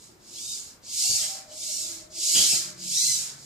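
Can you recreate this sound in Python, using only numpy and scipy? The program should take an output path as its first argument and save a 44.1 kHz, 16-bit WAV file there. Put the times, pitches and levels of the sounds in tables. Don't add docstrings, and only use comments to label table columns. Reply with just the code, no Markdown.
import sys
import numpy as np
from scipy import signal
from scipy.fft import rfft, irfft
from scipy.io import wavfile
from scipy.ndimage import uniform_filter1d, map_coordinates

SR = 44100
rng = np.random.default_rng(int(sys.argv[2]) if len(sys.argv) > 2 else 0)


def gain_from_db(level_db):
    decades = np.asarray(level_db, float) / 20
    return 10 ** decades


def log_audio(samples):
    frames = np.atleast_2d(samples).T
    limited = np.clip(frames, -1, 1)
    pcm = np.round(limited * 32767).astype(np.int16)
    wavfile.write(sys.argv[1], SR, pcm)


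N = 152145
T = np.arange(N) / SR

# fastest moment, speed-up time and slow-down time in seconds, level in dB.
STROKES = [
    (-.1, .3, 0.34, -48.5),
    (0.498, 0.35, 0.3, -37.5),
    (1.088, .29, .38, -25.5),
    (1.758, 0.35, 0.34, -33),
    (2.388, 0.31, 0.37, -21.5),
    (2.549, 0.12, 0.027, -40.5),
    (3.058, 0.34, 0.32, -25),
    (3.7, 0.49, .3, -40),
]
# frequency in Hz, level in dB.
CASE_TONE = [(1000, -48.5), (1800, -27.5), (2300, -12), (3300, -8.5), (5000, -2), (7500, -1), (10000, -9),
             (14600, -20)]
# frequency in Hz, width in Hz, level in dB.
CASE_RINGS = [(6770, 300, -2.5), (4940, 900, -8)]
# frequency in Hz, level in dB.
GROAN_TONE = [(400, -26), (700, -5), (1000, -3.5), (1600, 2), (2300, -5.5), (3200, -38.5)]
# fastest moment, speed-up time and slow-down time in seconds,
# tooth-mesh pitch in Hz, strongest overtone in Hz.
WHINES = [
    (.47, .17, .3, 1245, 5000),
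    (1.12, .22, .1, 2860, 4000),
    (1.13, .25, .09, 2300, 4600),
    (1.74, .19, .18, 1430, 5200),
    (2.38, .2, .1, 2440, 5400),
    (2.45, .1, .2, 2690, 6600),
    (2.5, .015, .08, 2700, 4600),
    (3.05, .19, .3, 2070, 5800),
]
WHINE_DB = [-43, -33, -31, -39, -29, -35, -24, -28]
# frequency in Hz, level in dB.
WHINE_TONE = [(1500, -14), (2100, -3), (2700, -5), (4000, 0), (6200, 2), (9000, 0)]
# start in seconds, length in seconds, thud level in dB, scrape level in dB.
FEET = [
    (1.009, 0.088, -54, -70.5),
    (1.094, 0.044, -42.5, -53),
    (1.218, 0.054, -45.5, -37),
    (1.514, 0.013, -49, -43.5),
    (2.347, 0.098, -35.5, -23),
    (2.522, 0.031, -42, -50),
    (2.98, 0.67, -53.5, -73),
]
# frequency in Hz, level in dB.
THUD_TONE = [(47, -70), (80, -15), (125, -1.5), (404, -11.5), (490, -10.5), (728, -11.5), (900, -23),
             (1170, -90), (1980, -120)]
# frequency in Hz, width in Hz, level in dB.
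SCRAPE_RINGS = [(3200, 230, 21.5), (1830, 900, -42), (5750, 6000, 4)]
# start in seconds, end in seconds, frequency in Hz, width in Hz, level in dB.
HUMS = [(0.036, 0.506, 345, 30, -60), (1.11, 1.634, 640, 120, -54), (1.45, 2.55, 635, 59, -57.5),
        (0.96, 1.53, 775, 16, -56), (1.55, 2.12, 340, 32, -59), (1.5, 2.35, 97, 11, -66),
        (2.4, 3.6, 140, 10, -53), (2.4, 3.14, 185, 13.4, -54), (2.1, 2.96, 335, 60, -56),
        (2.45, 3.04, 610, 43, -61)]
# frequency in Hz, level in dB.
HOUSE_TONE = [(15, -31), (25, 5.5), (217, 3), (508, -3), (596, -5), (1220, -9), (4060, -20), (7300, -29),
              (14600, -21)]
# frequency in Hz, left minus right in dB.
PORT_TONE = [(60, 2), (110, -2), (200, 2), (380, 0), (690, 0), (1280, 2.0), (2360, -1), (4340, 8),
             (8010, -9), (14800, 8)]
# frequency in Hz, limit in dB.
BASS_LIMIT = [(50, -44), (300, -42), (1000, -41), (2000, -35), (3500, -33)]

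ALIKE_HZ = 540


def unit(x):
    return x / np.sqrt(np.mean(x ** 2))


def colour(x, table, share=1):
    hz, db = np.array(table, float).T
    f = np.arange(N // 2 + 1) * SR / N + 1
    gain_db = np.interp(np.log(f + 50), np.log(hz + 50), db)
    return irfft(rfft(x) * gain_from_db(share * gain_db), N)


def ring(x, hz, width):
    return signal.lfilter(*signal.iirpeak(hz, hz / width, fs=SR), x)


def walk(rate):
    k = int(SR / rate)
    steps = np.repeat(rng.standard_normal(N // 8), k)[:N]
    return unit(uniform_filter1d(steps, k))


def eased(peak, rise, fall):
    x = np.where(T < peak, (peak - T) / rise, (T - peak) / fall)
    return np.cos(np.pi / 2 * np.clip(x, 0, 1)) + 1e-6


def burst(start, length):
    u = T - start
    attack = np.clip(u / 0.0013, 0, 1)
    sag = np.exp(-np.clip(u, 0, 9) / length)
    release = np.clip((length * 1.28 - u) / 0.01, 0, 1)
    return attack * sag * release


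def house():
    mid, side = (colour(rng.standard_normal(N), HOUSE_TONE) for _ in range(2))
    side = colour(side, [(20, -12), (ALIKE_HZ / 4, -10), (ALIKE_HZ * 2, 0)])
    return unit(mid + side * np.array([[1], [-1]])) * gain_from_db(-57 + 0.5 * walk(3.88))


def hums():
    out = 0
    for start, end, hz, width, db in HUMS:
        tone = unit(ring(ring(rng.standard_normal(N), hz, width), hz, width))
        fade = np.clip(np.minimum((T - start) / 0.088, (end - T) / 0.11), 0, 1)
        out = out + gain_from_db(db + 2.0 * walk(12)) * fade * tone
    return out


def feet():
    grit = rng.standard_normal(N) * gain_from_db(walk(300))
    scrape = unit(sum(gain_from_db(db) * ring(grit, hz, width) for hz, width, db in SCRAPE_RINGS))
    thud = unit(colour(rng.standard_normal(N), [(20, -50)] + list(THUD_TONE) + [(1500, -60)]))
    thud = thud * gain_from_db(3 * walk(60))
    out = 0
    for start, length, thud_db, scrape_db in FEET:
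        out = out + burst(start, length) * (gain_from_db(thud_db) * thud + gain_from_db(scrape_db) * scrape)
    return out


def whines():
    pitch_power, whine_power, wobble = .3, .7, .011
    flutter_db, fade_s = 4, .15
    overtone_db = -17
    out = 0
    for (peak, rise, fall, mesh_hz, best_hz), db in zip(WHINES, WHINE_DB):
        speed = eased(peak, rise, fall)
        pitch = mesh_hz * speed ** pitch_power * (1 + wobble * walk(400))
        turn = 2 * np.pi * np.cumsum(pitch) / SR
        stack = 0
        for k in range(1, 9):
            if k * mesh_hz < 11000:
                level_db = max(overtone_db * np.log2(k * mesh_hz / best_hz) ** 2, overtone_db)
                stack = stack + gain_from_db(level_db + flutter_db * walk(60)) * np.cos(k * turn + k * k)
        swell = eased(peak, min(rise, fade_s), min(fall, fade_s)) ** whine_power
        out = out + gain_from_db(db) * swell * stack
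    return colour(out, WHINE_TONE)


def rattle():
    teeth_per_s, tooth_db, chatter_db = 6000, 1.5, .7
    speed_power = 1.59
    bright_db = 9.5
    groan_db, groan_lag_s = -29, .12
    speeds = [(eased(peak, rise, fall), db) for peak, rise, fall, db in STROKES]
    gain = np.sqrt(sum((gain_from_db(db) * v ** speed_power) ** 2 for v, db in speeds))
    speed = np.max([v for v, db in speeds], axis=0)

    knocks = (rng.random(N) < teeth_per_s / SR) * rng.standard_normal(N)
    knocks = knocks * gain_from_db(tooth_db * np.minimum(rng.exponential(1, N), 4))
    teeth = unit(knocks) + .7 * rng.standard_normal(N)
    rings = sum(gain_from_db(db) * ring(teeth, hz, width) for hz, width, db in CASE_RINGS)
    case = colour(teeth + rings, CASE_TONE)
    low = signal.sosfilt(signal.butter(2, 8000, fs=SR, output="sos"), case)
    case = low + (case - low) * gain_from_db(-bright_db * (0.5 - speed))

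    lagging = np.interp(T - groan_lag_s, T, gain)
    groan = gain_from_db(groan_db) * lagging * unit(colour(teeth, GROAN_TONE))
    return (unit(case) * gain + groan) * gain_from_db(chatter_db * walk(12))


def room(robot):
    t = T[:SR // 2]
    mid, side = rng.standard_normal((2, N))
    side = colour(side, [(20, -14), (ALIKE_HZ / 4, -10), (ALIKE_HZ * 2, 0)])
    fade = gain_from_db(-60 * t / 0.22) * (t > .003)
    tail = np.array([mid + side, mid - side])[:, :len(t)] * fade
    tail = tail * gain_from_db(4) / np.sqrt(np.sum(tail ** 2) / 2)
    return signal.fftconvolve(robot[None], tail, axes=1)[:, :N]


def scene():
    robot = hums() + feet() + whines() + rattle()
    late = map_coordinates(robot, [(T - .00003) * SR], mode="mirror")
    return (np.array([late, robot]) + room(robot)) * gain_from_db(-5.5) + house()


def starve(x):
    frame, offset, band = 2048, 847, 4
    x = np.pad(x, ((0, 0), (frame - offset, frame)))
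    f, _, z = signal.stft(x, SR, "cosine", frame)
    top = int(BASS_LIMIT[-1][0] * frame / SR) // band * band
    power = (np.abs(z[:, :top]) ** 2).reshape(2, -1, band, z.shape[2]).sum(axis=2)
    treble = np.sum(np.abs(z[:, top:]) ** 2, axis=1, keepdims=True)
    limit_db = np.interp(f[:top:band], *np.array(BASS_LIMIT, float).T)[:, None]
    limit_db = limit_db + 3 * rng.standard_normal(power.shape[1:])
    z[:, :top] *= np.repeat(power > treble * gain_from_db(2 * limit_db), band, axis=1)
    return signal.istft(z, SR, "cosine", frame)[1][:, frame - offset:][:, :N]


def top_cut(x):
    return signal.sosfilt(signal.butter(12, 15360, fs=SR, output="sos"), x)


def record(dry):
    ports = np.array([colour(dry[0], PORT_TONE, .5), colour(dry[1], PORT_TONE, -.5)])
    ports = signal.sosfilt(signal.butter(2, 45, "high", fs=SR, output="sos"), ports)
    ports = signal.sosfilt(signal.ellip(10, .3, 70, 14600, fs=SR, output="sos"), ports)
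    mix = starve(ports)
    return top_cut(mix)


dry = scene()
out = record(dry)
log_audio(out)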